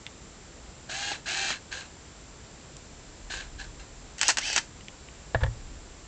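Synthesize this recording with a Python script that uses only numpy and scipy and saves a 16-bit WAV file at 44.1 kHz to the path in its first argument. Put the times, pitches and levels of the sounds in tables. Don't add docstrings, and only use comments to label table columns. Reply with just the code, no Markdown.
import sys
import numpy as np
from scipy import signal
from scipy.fft import rfft, irfft, next_fast_len
from scipy.io import wavfile
from scipy.ndimage import uniform_filter1d

SR = 44100
rng = np.random.default_rng(int(sys.argv[2]) if len(sys.argv) > 2 else 0)


def int16_out(signal):
    q = np.round(np.clip(np.atleast_2d(signal).T, -1, 1) * 32767)
    wavfile.write(sys.argv[1], SR, q.astype(np.int16))


N = 267775
TIME = np.arange(N) / SR

# (frequency [Hz], gain [dB])
FLOOR_EQ = [(12, -49.5), (20, 2), (22, -9), (54, 4), (96, -2.5), (134, -1), (173, -5), (326, -7),
            (389, -9.5), (442, -9), (753, -13), (3200, -19.5), (6670, -19.5), (7200, -19), (8600, -25.5),
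            (11200, -59), (18900, -120)]
TICK_EQ = [(300, -34), (1300, -16), (1900, -1.5), (3000, 6), (4500, -9), (8000, -11.5)]
KNOCK_EQ = [(120, -12), (330, -11), (550, 1), (950, 0), (1200, -5), (1700, 0), (2100, -8), (2900, -19),
            (3500, -13), (4600, -24), (6000, -35), (8500, -42)]
WIND_EQ = [(150, -26), (400, -9), (850, -1.5), (1150, -15), (1600, 4), (2200, -0.5), (3000, 6.5),
           (3600, -1), (4400, 1), (5000, -1), (5800, 3), (6600, -0.5), (8300, -6.5)]
FOCUS_EQ = [(120, -32.5), (220, -17.5), (370, -15.5), (530, -22.5), (780, -6.5), (1050, -14.5), (1400, -10),
            (1650, -1.5), (1950, -11), (2650, -6), (3500, -7), (4150, -5.5), (5400, -11.5), (6800, -7),
            (8500, -17.5)]
SHUTTER_EQ = [(120, -62), (200, -16), (467, -18.5), (847, -3.5), (1210, -8.5), (1540, 1), (1860, 2),
              (2040, -0.5), (2310, -5), (2700, 4.5), (3420, -5.5), (4400, 0), (6510, 0), (7980, -2.5),
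              (8500, -10), (11000, -26), (18700, -120)]
# (frequency [Hz], level [dB])
WHISTLE_TONES = [(7290, -60.5), (7356.5, -65)]
# (peak time [s], level [dB], rise [s], fall [s])
RUMBLE_SWELLS = [(3.5, -46, 0.5, 0.54), (5.5, -38.5, .08, 0.28)]
# (time [s], level [dB], ring time [s], treble tilt [dB/octave])
SHELL_TICKS = [(0.0655, -30, 0.01, -2), (2.7676, -32.5, 0.0064, 12.5), (4.8085, -44, 0.015, 2),
               (4.8838, -34, 0.0057, -0.5), (5.0858, -41.5, 0.011, -9), (5.4372, -31, .008, -1)]
GRIP_KNOCKS = [(5.3467, -19.5, 0.027, 0), (5.407, -39.5, 0.054, 3), (5.417, -37.5, 0.063, -3),
               (5.434, -25.5, 0.024, 2.5), (5.4635, -36, 0.0097, -1.5)]
BACKLASH_HITS = [(0.894, -38.5, 0.013, -10.5), (1.116, -31, 0.025, -7.5), (1.504, -25, 0.045, -4.5),
                 (1.718, -37, 0.02, -3), (1.7255, -30.5, 0.04, -2), (3.303, -41, .02, -12),
                 (3.323, -40, 0.014, -3), (3.338, -32, 0.013, -5)]
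PAWL_CATCHES = [(4.414, -38, 0.034, -1), (4.5006, -28, 0.008, -5), (4.5293, -24, 0.027, 1)]
# (time [s], peak level [dB], contact time [s])
GRIP_PUSHES = [(5.351, -18.5, 0.0098), (5.423, -15.5, 0.0124), (5.439, -18, 0.01), (5.478, -23.5, 0.0091)]
# (frequency [Hz], relative level [dB], ring time [s])
HOLLOW_MODES = [(545, 9.5, 0.041), (700, -9, 0.066), (810, -14, .05), (985, -8, 0.055), (1340, -12, .08),
                (1570, -17, .025), (1735, 4.5, 0.043), (1870, -3, 0.11)]
SWAY_MODES = [(56.6, -3, 0.15), (88.5, -3.5, 0.12), (113.8, -1, 0.22), (134, -20, 0.088)]
# (start [s], time under power [s], relative level [dB], unloaded tooth rate [Hz])
WIND_RUNS = [(4.181, .112, -29.5, 3066), (4.383, .182, -29, 2960)]
# (pitch [x tooth rate], relative level [dB])
WIND_TONES = [(.333, -22), (1, -5), (1.17, -11), (1.79, -8), (2.06, -11), (2.29, -12), (2.94, -18)]
# (start [s], time under power [s], relative level [dB], swell [dB/s],
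# unloaded tooth rate [Hz], direction [1 inward, 0 outward])
FOCUS_RUNS = [(0.887, .237, -34, 11, 819.5, 0), (1.256, .260, -30.5, 7.5, 797, 1),
              (1.709, .102, -36.5, -26, 560, 0), (3.296, 0.12, -32.5, -62, 560, 0),
              (3.582, 0.042, -38.5, -70, 420.6, 0), (3.792, 0.0096, -41, -61, 300, 0)]
# (pitch [x tooth rate], outward [dB], inward [dB], coasting [dB])
FOCUS_TONES = [(.48, -34, -25, -35), (.87, -21, -34, -35), (1, -15, -16, -26), (2, -15.5, -20, -18),
               (2.14, -25, -22, -24), (2.33, -27, -19, -26), (2.6, -21, -25, -24), (3, -19, -15, -13),
               (3.3, -23, -14, -20), (3.5, -15.5, -18, -22), (4, -24, -19, -22), (5.27, -22, -20, -13),
               (5.6, -21, -22, -14), (8.1, -22, -27, -14)]
# (frequency [Hz], width [Hz], relative level [dB])
BARREL_MODES = [(1565, 55, 4), (1675, 70, 4), (2700, 250, -4), (4100, 200, -3)]
# (time [s], release level [dB], treble tilt [dB/octave], travel [s],
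# landing level [dB], landing ring time [s], chatter level [dB], chatter change [dB/bounce])
SHUTTER_STROKES = [(4.1827, -35, 3, 0.0098, -33.5, 0.014, -46, -2),
                   (4.2133, -14.5, 0.5, 0.018, -16, .009, -26.5, -2.5),
                   (4.2817, -12, 4.5, 0.018, -20, 0.061, -15.5, -3.5),
                   (4.3714, -20, -0.5, .0128, -19.5, 0.037, -26.5, -8),
                   (4.5622, -14, 0, 0.016, -17.5, 0.035, -26.5, 2)]

WHEEL_TEETH = 9


def undb(db):
    return 10 ** (np.asarray(db) / 20)


def unit(x):
    return x / np.sqrt(np.mean(x ** 2) + 1e-30)


def wander(rate):
    return unit(np.interp(TIME * rate, np.arange(N), rng.standard_normal(N)))


def eq(x, curve, tilt_db=0):
    size = next_fast_len(2 * len(x))
    size += size % 2
    hz, db = np.transpose(curve)
    f = np.clip(np.arange(size // 2 + 1) * SR / size, hz[0], hz[-1])
    gain = undb(np.interp(np.log(f), np.log(hz), db) + tilt_db * np.log2(np.maximum(f / 600, 1)))
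    cepstrum = irfft(np.log(gain))
    cepstrum[1:size // 2] *= 2
    cepstrum[size // 2 + 1:] = 0
    return irfft(rfft(x, size) * np.exp(rfft(cepstrum)))[:len(x)]


def resonate(x, hz, width):
    return signal.lfilter(*signal.iirpeak(hz, hz / width, fs=SR), x)


def ring(modes, t):
    return sum(undb(db - 60 * t / t60) * np.sin(2 * np.pi * hz * t) for hz, db, t60 in modes)


def add(out, start, x):
    i = int(start * SR)
    out[i:i + len(x)] += x[:N - i]


def hits(cues, curve, crack, tail_db, tail_s):
    out, t = np.zeros(N), TIME[:SR // 5]
    for start, db, t60, tilt_db in cues:
        burst = rng.standard_normal(len(t)) * (undb(-60 * t / t60) + undb(tail_db - 60 * t / tail_s))
        burst[0] += crack
        hit = eq(burst, curve, tilt_db)
        add(out, start, hit * undb(db) / np.std(hit[:SR // 500]))
    return out


def teeth(cycles, scatter_db, scrape, slide):
    tooth = cycles.astype(int)
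    force = undb(scatter_db * rng.standard_normal(N))[tooth]
    landing = np.diff(tooth, prepend=0)
    sliding = np.exp(-(cycles % 1) / slide) * rng.standard_normal(N)
    return unit(force * (unit(landing) + scrape * unit(sliding)))


def whine(cycles, multiple, slip):
    flutter = undb(2.5 * wander(110))
    return unit(flutter * np.sin(2 * np.pi * multiple * cycles + slip * multiple * wander(120)))


def spin(start, length, rise_s, coast_s, friction):
    powered = np.clip(TIME - start, 0, length)
    free = np.maximum(TIME - start - length, 0)
    run_down = np.maximum((1 + friction) * np.exp(-free / coast_s) - friction, 0)
    return (1 - np.exp(-powered / rise_s)) * run_down


def background():
    floor = undb(-48) * unit(eq(rng.standard_normal(N), FLOOR_EQ))
    whistle = sum(undb(db) * unit(np.sin(2 * np.pi * hz * TIME + 0.5 * wander(20)))
                  for hz, db in WHISTLE_TONES)
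    rumble = unit(resonate(resonate(rng.standard_normal(N), hz=40, width=28), hz=41, width=44))
    resting = undb(-64.5)
    moving = sum(undb(db) * np.exp(-np.maximum((at - TIME) / rise, (TIME - at) / fall))
                 for at, db, rise, fall in RUMBLE_SWELLS)
    return floor + whistle + (resting + moving) * rumble


def room(x, t60=0.2, wet_db=-17):
    t = TIME[:SR // 2]
    tail = rng.standard_normal(len(t)) * undb(-60 * t / t60) * (t > .004)
    return x + undb(wet_db) * signal.fftconvolve(x, tail / np.linalg.norm(tail))[:N]


def shell_ticks():
    return hits(SHELL_TICKS, TICK_EQ, crack=4.3, tail_db=-18, tail_s=0.068)


def grip_thumps():
    out, t = np.zeros(N), TIME[:SR // 2]
    for start, db, contact_s in GRIP_PUSHES:
        force = np.sin(np.pi * np.minimum(t / contact_s, 1)) ** 2
        sway = np.gradient(signal.fftconvolve(force, ring(SWAY_MODES, t))[:len(t)])
        add(out, start, -undb(db) * sway / np.abs(sway).max())
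    return out


def grip_knocks(bounce_s=.0045):
    touches = [(start + k * bounce_s, db - 5.5 * k, t60, tilt_db - 4 * k)
               for start, db, t60, tilt_db in GRIP_KNOCKS for k in range(3)]
    out = hits(touches, KNOCK_EQ, crack=2.6, tail_db=-24.5, tail_s=0.15)
    hollow = ring(HOLLOW_MODES, TIME[:SR // 2])
    for start, db, _, _ in GRIP_KNOCKS:
        add(out, start, undb(db - 9.5) * hollow)
    return out


def wind_drive(slack_s=.088, load_s=.04, sag=.16):
    tooth_hz, gain = np.zeros((2, N))
    for start, length, db, full_hz in WIND_RUNS:
        loaded = 1 - np.exp(-np.maximum(TIME - start - slack_s, 0) / load_s)
        speed = spin(start, length, rise_s=.036, coast_s=.04, friction=.05) * (1 - sag * loaded)
        tooth_hz += full_hz * speed
        gain += undb(db) * speed ** 1.54
    return np.maximum(tooth_hz, 604), gain


def wind_motor():
    tooth_hz, gain = wind_drive()
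    cycles = np.cumsum(tooth_hz) / SR
    rasp = eq(teeth(cycles / WHEEL_TEETH, scatter_db=-1.5, scrape=4.5, slide=1), WIND_EQ)
    tones = sum(undb(db) * whine(cycles, multiple, slip=.24) for multiple, db in WIND_TONES)
    return gain * undb(-2) * (unit(rasp) + tooth_hz / tooth_hz.max() * tones)


def gear_backlash():
    return hits(BACKLASH_HITS, FOCUS_EQ, crack=2, tail_db=-20, tail_s=.06)


def focus_drive(lens_drag=.22, settle_s=.05, crawl_hz=250.4):
    tooth_hz, gain, inward, coasting = np.zeros((4, N))
    for start, length, db, swell_db, full_hz, direction in FOCUS_RUNS:
        powered = np.clip(TIME - start, 0, length)
        speed = spin(start, length, rise_s=.009, coast_s=.08, friction=.45)
        tooth_hz += full_hz * speed * (1 - lens_drag * np.exp(-powered / settle_s))
        gain += undb(db + swell_db * powered) * speed ** 1.18
        inward += direction * (speed > 0)
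        coasting += (speed > 0) * (TIME > start + length)
    coasting = uniform_filter1d(np.minimum(coasting, 1), size=300)
    return np.maximum(tooth_hz, crawl_hz), gain, inward > .5, coasting


def focus_motor():
    tooth_hz, gain, inward, coasting = focus_drive()
    cycles = np.cumsum(tooth_hz) / SR
    wobble = undb(0.89 * np.sin(2 * np.pi * cycles / WHEEL_TEETH))
    rattle = eq(wobble * teeth(cycles, scatter_db=1.8, scrape=4, slide=1.2), FOCUS_EQ)
    barrel = sum(undb(db) * resonate(rattle, hz, width) for hz, width, db in BARREL_MODES)
    pace = np.clip(tooth_hz / 800, 0, 1) ** 2
    out = undb(-4.7 - 3.3 * coasting) * unit(rattle)
    out += undb(-5 - 15 * pace - 5 * coasting) * unit(barrel)
    for multiple, out_db, in_db, coast_db in FOCUS_TONES:
        driven = pace * undb(np.where(inward, in_db, out_db))
        loose = np.sqrt(pace) * undb(coast_db + 2.5)
        tone = whine(cycles, multiple, slip=.08 + .08 * coasting)
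        out += ((1 - coasting) * driven + coasting * loose) * tone
    return gain * undb(2) * out


def shutter(release_ring_s=.018, chatter_ring_s=.057, chatter_tilt_db=-2.5):
    cues = []
    for start, db, tilt_db, travel, landing_db, landing_s, chatter_db, change_db in SHUTTER_STROKES:
        cues.append((start, db, release_ring_s, tilt_db))
        cues.append((start + travel, landing_db, landing_s, tilt_db - 1.5))
        for k, share in enumerate((.31, .67, 1.2)):
            cues.append((start + share * travel, chatter_db + k * change_db,
                         chatter_ring_s, chatter_tilt_db))
    return hits(cues + PAWL_CATCHES, SHUTTER_EQ, crack=6, tail_db=-24, tail_s=0.19)


def scene():
    clicks = shutter() + gear_backlash() + shell_ticks()
    motors = focus_motor() + wind_motor()
    handling = grip_knocks() + grip_thumps()
    return (room(clicks + motors + handling) + background())[None]


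def record(dry, top_hz=8300):
    rounded = 0.67 * np.tanh(dry / 0.7)
    return signal.sosfilt(signal.butter(24, top_hz, fs=SR, output="sos"), rounded)


dry = scene()
out = record(dry)
int16_out(out)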